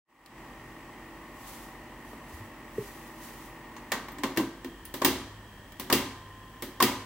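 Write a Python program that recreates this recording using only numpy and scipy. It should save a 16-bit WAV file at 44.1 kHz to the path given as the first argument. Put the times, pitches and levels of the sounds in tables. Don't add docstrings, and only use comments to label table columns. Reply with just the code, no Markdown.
import sys
import numpy as np
from scipy import signal
from scipy.fft import rfft, irfft, next_fast_len
from scipy.io import wavfile

SR = 44100
rng = np.random.default_rng(int(sys.argv[2]) if len(sys.argv) > 2 else 0)


def transcribe(signal):
    frames = np.atleast_2d(signal).T
    limited = np.clip(frames, -1, 1)
    pcm = np.round(limited * 32767).astype(np.int16)
    wavfile.write(sys.argv[1], SR, pcm)


N = 310905
TIME = np.arange(N) / SR


def from_db(db):
    return 10 ** (np.asarray(db) / 20)


def unit_rms(x):
    return x / np.sqrt(np.mean(x ** 2) + 1e-20)


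def at_hz(table, hz):
    table_hz, values = np.transpose(table)
    return np.interp(np.log(np.maximum(hz, 1)), np.log(table_hz), values)


def drift(rate_hz):
    knots = rng.standard_normal(400)
    return np.interp(TIME * rate_hz, np.arange(len(knots)), knots)


def highpass(x, hz, order=2):
    return signal.sosfilt(signal.butter(order, hz, "high", fs=SR, output="sos"), x + 1e-18)


def add(out, time_s, sound):
    start = round(time_s * SR)
    out[..., start:start + sound.shape[-1]] += sound[..., :N - start]


# (frequency [Hz], correlation [0..1])
CORRELATION = [(300, 1), (500, 1), (1000, 0.92), (2000, 0.78), (4000, 0.096), (15000, 0.073)]

def spread(pair, hz):
    alike = at_hz(CORRELATION, hz)
    return np.sqrt(1 + alike) * pair[0] + np.sqrt(1 - alike) * pair[1] * np.array([[1], [-1]])


def coloured(pair, spectrum):
    size = next_fast_len(N)
    hz = np.fft.rfftfreq(size, 1 / SR)
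    bins = spread(rfft(pair, size), hz) * from_db(at_hz(spectrum, hz))
    return unit_rms(irfft(bins, size)[:, :N])


# (frequency [Hz], rms level [dB])
HUM_TONES = [(42.0, -60.5), (48.4, -54), (7795, -74.5), (15590, -68)]
# (frequency [Hz], density [dB])
AIR_SPECTRUM = [(25, -20), (45, -8), (75, -4.5), (130, -5), (300, -23.5), (1000, -13), (4000, -24.5),
                (10000, -31.5), (16000, -34)]

def room_tone(air_db):
    hum = sum(from_db(db + 1.6 * drift(3.6)) * np.sin(2 * np.pi * (hz * TIME + rng.random()))
              for hz, db in HUM_TONES)
    return np.sqrt(2) * hum + from_db(air_db) * coloured(rng.standard_normal((2, N)), AIR_SPECTRUM)


# (frequency [Hz], density [dB])
FREE_SPECTRUM = [(100, -11), (180, -1.5), (320, -3.5), (420, -5.5), (680, -10.5), (880, -8), (1150, -5),
                 (1400, -16), (1680, -16), (1900, -3.5), (2200, -14), (2900, -17.5), (3700, -33.5),
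                 (7000, -33)]
LOADED_SPECTRUM = [(100, 4), (170, 3.5), (280, 5.5), (420, -3.5), (750, -8.5), (1080, -2.5), (1350, -31),
                   (1650, -7), (1850, 2), (2150, -41), (2800, -15), (3270, -3), (3800, -57), (7000, -29)]
# (multiple of turn rate, level [dB])
SHAFT_HARMONICS = [(8, -15), (9, -22.5), (12, -19), (15, -8.5), (18, -15), (21, -8.5), (23, -14.5),
                   (39, -17), (50, -17), (54, -19), (57, -17), (63, -16), (70, -15), (118, -15.5),
                   (125, -31)]

def gear_train(turn_hz, wobble, repeat_share, wear_db, lobe_db, shaft_db):
    turns = np.cumsum(turn_hz * (1 + wobble * drift(3))) / SR
    size = round(SR / turn_hz)
    one_turn = unit_rms(irfft(np.exp(2j * np.pi * rng.random((2, size // 2 + 1))), size))
    teeth = one_turn[:, (turns * size).astype(int) % size]
    wear = unit_rms(sum(np.cos(2 * np.pi * (k * turns + rng.random())) for k in range(4, 11)))
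    lobes = np.cos(2 * np.pi * 3 * turns)
    rub = np.sqrt(repeat_share) * teeth + np.sqrt(1 - repeat_share) * rng.standard_normal((2, N))
    rub *= from_db(lobe_db * lobes + wear_db * wear)
    shaft = sum(from_db(db + 2 * drift(10)) * np.sin(2 * np.pi * (k * turns + rng.random()))
                for k, db in SHAFT_HARMONICS)
    free = coloured(rub, FREE_SPECTRUM) + from_db(shaft_db) * shaft
    engage_s = (4.35, 4.65)
    free_db = np.interp(TIME, engage_s, (-46, -59))
    loaded_db = np.interp(TIME, engage_s, (-63, -48.5))
    return from_db(free_db) * free + from_db(loaded_db) * coloured(rub, LOADED_SPECTRUM)


def force_db(blow, hz):
    _, crack, thud, clank, sizzle = blow
    return at_hz([(380, thud), (1000, clank), (3000, crack), (7000, crack), (12000, sizzle)], hz)


# (frequency [Hz], density [dB])
CLATTER_SPECTRUM = [(60, 4), (165, -6), (240, 11), (430, 2.5), (720, -4), (1080, 0.5), (1450, -13),
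                    (1900, -4.5), (2450, -15), (3200, -12), (7000, -20), (11500, -13.5), (15000, -7.5),
                    (16500, -13)]
# (frequency [Hz], t60 [s])
ROOM_DECAY = [(100, 0.92), (300, 0.49), (1000, 0.67), (3500, 0.6), (7000, 0.56), (15000, 0.3)]

def clatter(blows, level_db, crack_t60_s, rattle_db, rattle_t60_s, room_db):
    out, t = np.zeros((2, N)), TIME[:SR // 2]
    edges_hz = np.geomspace(60, 17000, 29)
    white = rng.standard_normal((2, 2, SR + SR // 2))
    offsets = rng.integers(SR // 8, SR, len(blows))
    crack = from_db(-60 * t / crack_t60_s)
    rattle = from_db(rattle_db - 60 * t / rattle_t60_s)
    for k, (low, high) in enumerate(zip(edges_hz, edges_hz[1:])):
        hz = np.sqrt(low * high)
        bandpass = signal.butter(2, [low, high], "band", fs=SR, output="sos")
        band = spread(signal.sosfilt(bandpass, white[k % 2]), hz)
        tail = from_db(room_db - 60 * t / at_hz(ROOM_DECAY, hz))
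        swell = 1 - np.exp(-t * hz / 1.5)
        envelope = swell * np.sqrt(crack ** 2 + rattle ** 2 + tail ** 2)
        for blow, i in zip(blows, offsets):
            gain = from_db(force_db(blow, hz) + at_hz(CLATTER_SPECTRUM, hz))
            add(out, blow[0], gain * envelope * band[:, i:i + len(t)])
    return from_db(level_db) * out


# (time [s], crack [dB], thud [dB], clank [dB], sizzle [dB])
FAINT_CLICKS = [(0.260, -40.5, -70, -49, -51), (2.130, -60, -41, -42, -64), (4.363, -42, -36, -42, -52),
                (5.721, -48, -48, -51, -54)]

def faint_clicks(slips):
    return clatter(FAINT_CLICKS + slips, level_db=21.5, crack_t60_s=0.033,
                   rattle_db=-25, rattle_t60_s=0.07, room_db=-18)


# (peak time [s], length [s], level [dB])
MOVEMENTS = [(1.475, 0.15, -43.5), (2.09, .05, -54), (2.338, 0.024, -49), (2.83, 0.61, -45.5),
             (3.24, 0.2, -45)]
# (frequency [Hz], density [dB])
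CLOTH_SPECTRUM = [(500, -3), (2000, 0.5), (5000, -1.5), (10000, -1.5), (16000, -1)]

def clothes(grain_db, rise_db_per_s, sag_db_per_s, fall_db_per_s):
    level_db = -np.inf
    for peak_s, length_s, db in MOVEMENTS:
        rise_db = rise_db_per_s * np.maximum(peak_s - TIME, 0)
        sag_db = sag_db_per_s * np.clip(TIME - peak_s, 0, length_s)
        fall_db = fall_db_per_s * np.maximum(TIME - peak_s - length_s, 0)
        level_db = np.maximum(level_db, db - rise_db - sag_db - fall_db)
    envelope = from_db(level_db + grain_db * drift(50))
    return envelope * coloured(rng.standard_normal((2, N)), CLOTH_SPECTRUM)


# (time [s], level [dB], frequency [Hz], t60 [s])
DULL_KNOCKS = [(2.325, -29, 75.6, 0.15), (2.392, -36, 102, 0.29), (4.187, -32.5, 294, 0.21),
               (4.238, -30, 241, 0.15), (4.376, -18, 327, 0.15), (4.397, -12, 303, 0.057),
               (4.434, -25, 331, .1), (4.656, -33, 258, 0.18)]
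# (frequency [Hz], level [dB], t60 [s])
BUMP_MODES = [(124, -24.5, 0.11), (195, -28.5, 0.08), (402.7, -28.5, .2), (429, -20.5, 0.093)]

def knocks(level_db, swell_cycles, bump_s):
    out, t = np.zeros(N), TIME[:SR // 2]

    def mode(hz, db, t60_s):
        swell = 1 - np.exp(-(t * hz / swell_cycles) ** 2)
        return from_db(level_db + db - 60 * t / t60_s) * swell * np.sin(2 * np.pi * hz * t)

    for time_s, db, hz, t60_s in DULL_KNOCKS:
        panel = mode(hz=1050, db=db - 14.5, t60_s=0.062)
        add(out, time_s, mode(hz, db, t60_s) + panel)
    add(out, bump_s, sum(mode(*row) for row in BUMP_MODES))
    return out


def struck(blows, modes, level_db, scatter_db):
    out, t = np.zeros((2, N)), TIME[:SR // 2]
    for hz, mode_db, t60_s in modes:
        phase = np.arccos(at_hz(CORRELATION, hz)) / 2 * rng.choice([-1, 1]) * np.array([[1], [-1]])
        envelope = from_db(level_db + mode_db - 60 * t / t60_s)
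        tone = rng.choice([-1, 1]) * envelope * np.sin(2 * np.pi * hz * t + phase)
        for blow in blows:
            add(out, blow[0], tone * from_db(force_db(blow, hz) + scatter_db * rng.standard_normal()))
    return out


# (frequency [Hz], level [dB], t60 [s])
CASE_MODES = [(55.7, -33, 1.0), (127.2, -7, 0.46), (224.2, -0.5, 0.35), (268.2, 4.5, 0.42),
              (333.6, -7, 0.66), (369.6, 3, 0.4), (474, 3, 0.053), (594, -6.5, 0.093), (774, -12, 0.21),
              (870, -9.5, 0.1), (955, 0.5, 0.18), (980.4, -12.5, 0.85), (1043, 6.5, 0.091),
              (1220, -36, 0.18), (1582, -21, 1), (1802, -2, 0.071), (1913, -11.5, 0.29)]

def case_ring(blows, level_db, scatter_db):
    return struck(blows, CASE_MODES, level_db, scatter_db)


def snaps(blows, level_db, bounce_s):
    clicks = np.zeros((2, N))
    for blow in blows:
        gaps_s = bounce_s * rng.uniform(0.45, 0.94, size=4)
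        for k, time_s in enumerate(blow[0] + np.cumsum(gaps_s) - gaps_s[0]):
            bounce_db = level_db + force_db(blow, 14000) + 2 * (rng.standard_normal((2, 1)) - k)
            add(clicks, time_s, rng.choice([-1, 1]) * from_db(bounce_db))
    return highpass(clicks, 8000)


def pings(blows, centres_hz, level_db, t60_s, detune):
    out, t = np.zeros((2, N)), TIME[:SR // 8]
    for (time_s, *_, sizzle_db), hz in zip(blows, centres_hz):
        modes_hz = hz * (1 + detune * rng.standard_normal((24, 1)))
        cluster = np.sin(2 * np.pi * (modes_hz * t + rng.random((2, 24, 1)))).mean(axis=1)
        add(out, time_s, cluster * from_db(level_db + 0.5 * sizzle_db - 60 * t / t60_s))
    return out


# (time [s], level [dB], weight [dB], brightness [dB], ping [Hz])
LEVER_CLICKS = [(3.7649, -42.5, -9, -6.5, 6600), (3.919, -20.5, -4, -2, 7260),
                (4.0843, -40.5, -11, -8, 11900), (4.1191, -53.5, 14.5, 12, 14700),
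                (4.1841, -41.5, -7, -3, 8000), (4.235, -24, 3.5, -3, 8100), (4.3727, -21.5, 5, 1, 14400),
                (4.6456, -39, 8, 0, 15000), (4.8527, -42, -11.5, 9.5, 10200)]
# (frequency [Hz], level [dB], t60 [s])
ARM_MODES = [(1556, -17, 0.47), (1825, -2, 0.067), (2264, -3, 0.049), (2747, -10.5, 0.2), (3100, -16, 0.18),
             (3400, -18, 0.22), (4250, -19, .26), (6600, -19, 0.18), (7260, -33, 0.18), (8516, -28, 0.16),
             (13400, -16, .1)]

def flag_lever():
    blows = []
    for time_s, db, weight_db, bright_db, _ in LEVER_CLICKS:
        thud_db = db - 4.5 + weight_db
        clank_db = db - 4 - 0.92 * bright_db
        sizzle_db = db - 10.5 + bright_db
        blows.append((time_s, db, thud_db, clank_db, sizzle_db))
    out = clatter(blows, level_db=16.5, crack_t60_s=0.042,
                  rattle_db=-8.5, rattle_t60_s=0.24, room_db=-15)
    out += case_ring(blows, level_db=-9.5, scatter_db=6)
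    out += struck(blows, ARM_MODES, level_db=-2, scatter_db=1.5)
    out = highpass(out, 127)
    out += snaps(blows, level_db=22.5, bounce_s=0.00071)
    pings_hz = [hz for *_, hz in LEVER_CLICKS]
    return out + pings(blows, pings_hz, level_db=-3, t60_s=0.09, detune=0.047)


def ring(hz, level_db, t60_s):
    return from_db(level_db - 60 * TIME / t60_s) * np.sin(2 * np.pi * hz * TIME)


# (pawl drop [s], catch release [s], drum slam [s], catch hardness [dB])
FARE_ADVANCES = [(4.94, 5.0180, 5.0474, -1), (5.7974, 5.9000, 5.9258, 1.5), (6.6226, 6.8022, 6.8247, 5.5)]
# (frequency [Hz], level [dB], t60 [s])
WORKS_MODES = [(2740, -16, 0.36), (2900, -22, 0.16), (3300, -28, 0.093), (3230, -25, 0.27),
               (3760, -20.5, 0.23), (4800, -19, 0.33), (4940, -19, 0.21), (5050, -10, 0.075),
               (6130, -20, 0.34), (6500, -19, 0.16), (9500, -17, 0.22), (12200, -26, .2), (14200, -18, .17),
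               (14600, -1, 0.15), (15200, 0, 0.14), (15700, -12, .09)]

def fare_drums():
    blows, slams = [], []
    for pawl_s, catch_s, slam_s, hard_db in FARE_ADVANCES:
        # (time [s], crack [dB], thud [dB], clank [dB], sizzle [dB])
        pawl = (pawl_s, -30, -35.5, -39, -35)
        catch = (catch_s, -25 + hard_db, -29, -22 + hard_db, -37 + hard_db)
        slam = (slam_s, -12.5, -20.5, -23, -20)
        blows += [pawl, catch, slam]
        slams.append(slam)
    out = clatter(blows, level_db=17, crack_t60_s=0.041, rattle_db=-9.5, rattle_t60_s=0.24, room_db=-13)
    out += case_ring(blows, level_db=-4.5, scatter_db=1)
    out += struck(slams, WORKS_MODES, level_db=-1, scatter_db=1)
    return out + snaps(blows, level_db=17.5, bounce_s=0.0012)


def catch_slips(lead_s):
    return [(catch_s - lead_s, -61, -38, -39, -60) for _, catch_s, _, _ in FARE_ADVANCES]


def catch_ring():
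    out = np.zeros(N)
    for _, catch_s, _, hard_db in FARE_ADVANCES:
        add(out, catch_s, ring(hz=1115, level_db=-15.5 + hard_db, t60_s=0.042))
    return out


def drone(hz, level_db, rise_s, hold_s, fall_db_per_s):
    envelope = 0
    for _, _, slam_s, _ in FARE_ADVANCES:
        age_s = TIME - slam_s
        attack = np.clip(age_s / rise_s, 0, 1)
        fall_db = fall_db_per_s * np.maximum(age_s - rise_s - hold_s, 0)
        envelope = np.maximum(envelope, attack * from_db(level_db - fall_db))
    cycles = np.cumsum(hz + 1.6 * drift(27.44)) / SR
    return np.sqrt(2) * envelope * np.sin(2 * np.pi * cycles)


def spring_ring():
    out = np.zeros(N)
    for _, _, slam_s, _ in FARE_ADVANCES[1:]:
        add(out, slam_s, ring(hz=1038, level_db=-41.5, t60_s=4))
    return out


def scene():
    out = flag_lever() + fare_drums() + catch_ring() + spring_ring()
    out += faint_clicks(catch_slips(lead_s=0.0033))
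    out += knocks(level_db=4.5, swell_cycles=1.23, bump_s=2.78)
    out += gear_train(turn_hz=15.58, wobble=0.0025, repeat_share=0.36,
                      wear_db=1, lobe_db=1.7, shaft_db=5.5)
    out += clothes(grain_db=1.16, rise_db_per_s=127, sag_db_per_s=25, fall_db_per_s=97)
    out += drone(hz=103.2, level_db=-47, rise_s=0.15, hold_s=0.18, fall_db_per_s=31)
    return out + room_tone(air_db=-51.5)


def record(dry):
    knee_s, knee_db, final_db, bass_lag = 0.097, -22, -3.5, 0.47
    slope_db_per_s = np.where(TIME < knee_s, 792, 62)
    gain_db = np.minimum(knee_db + (TIME - knee_s) * slope_db_per_s, final_db)
    treble = highpass(dry, 500, order=1)
    bass = from_db(bass_lag * gain_db) * (dry - treble)
    faded = from_db(gain_db) * (treble + bass)
    lowpass = signal.ellip(12, 0.3, 70, 16100, fs=SR, output="sos")
    return signal.sosfilt(lowpass, highpass(faded, 30, order=4))


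dry = scene()
out = record(dry)
transcribe(out)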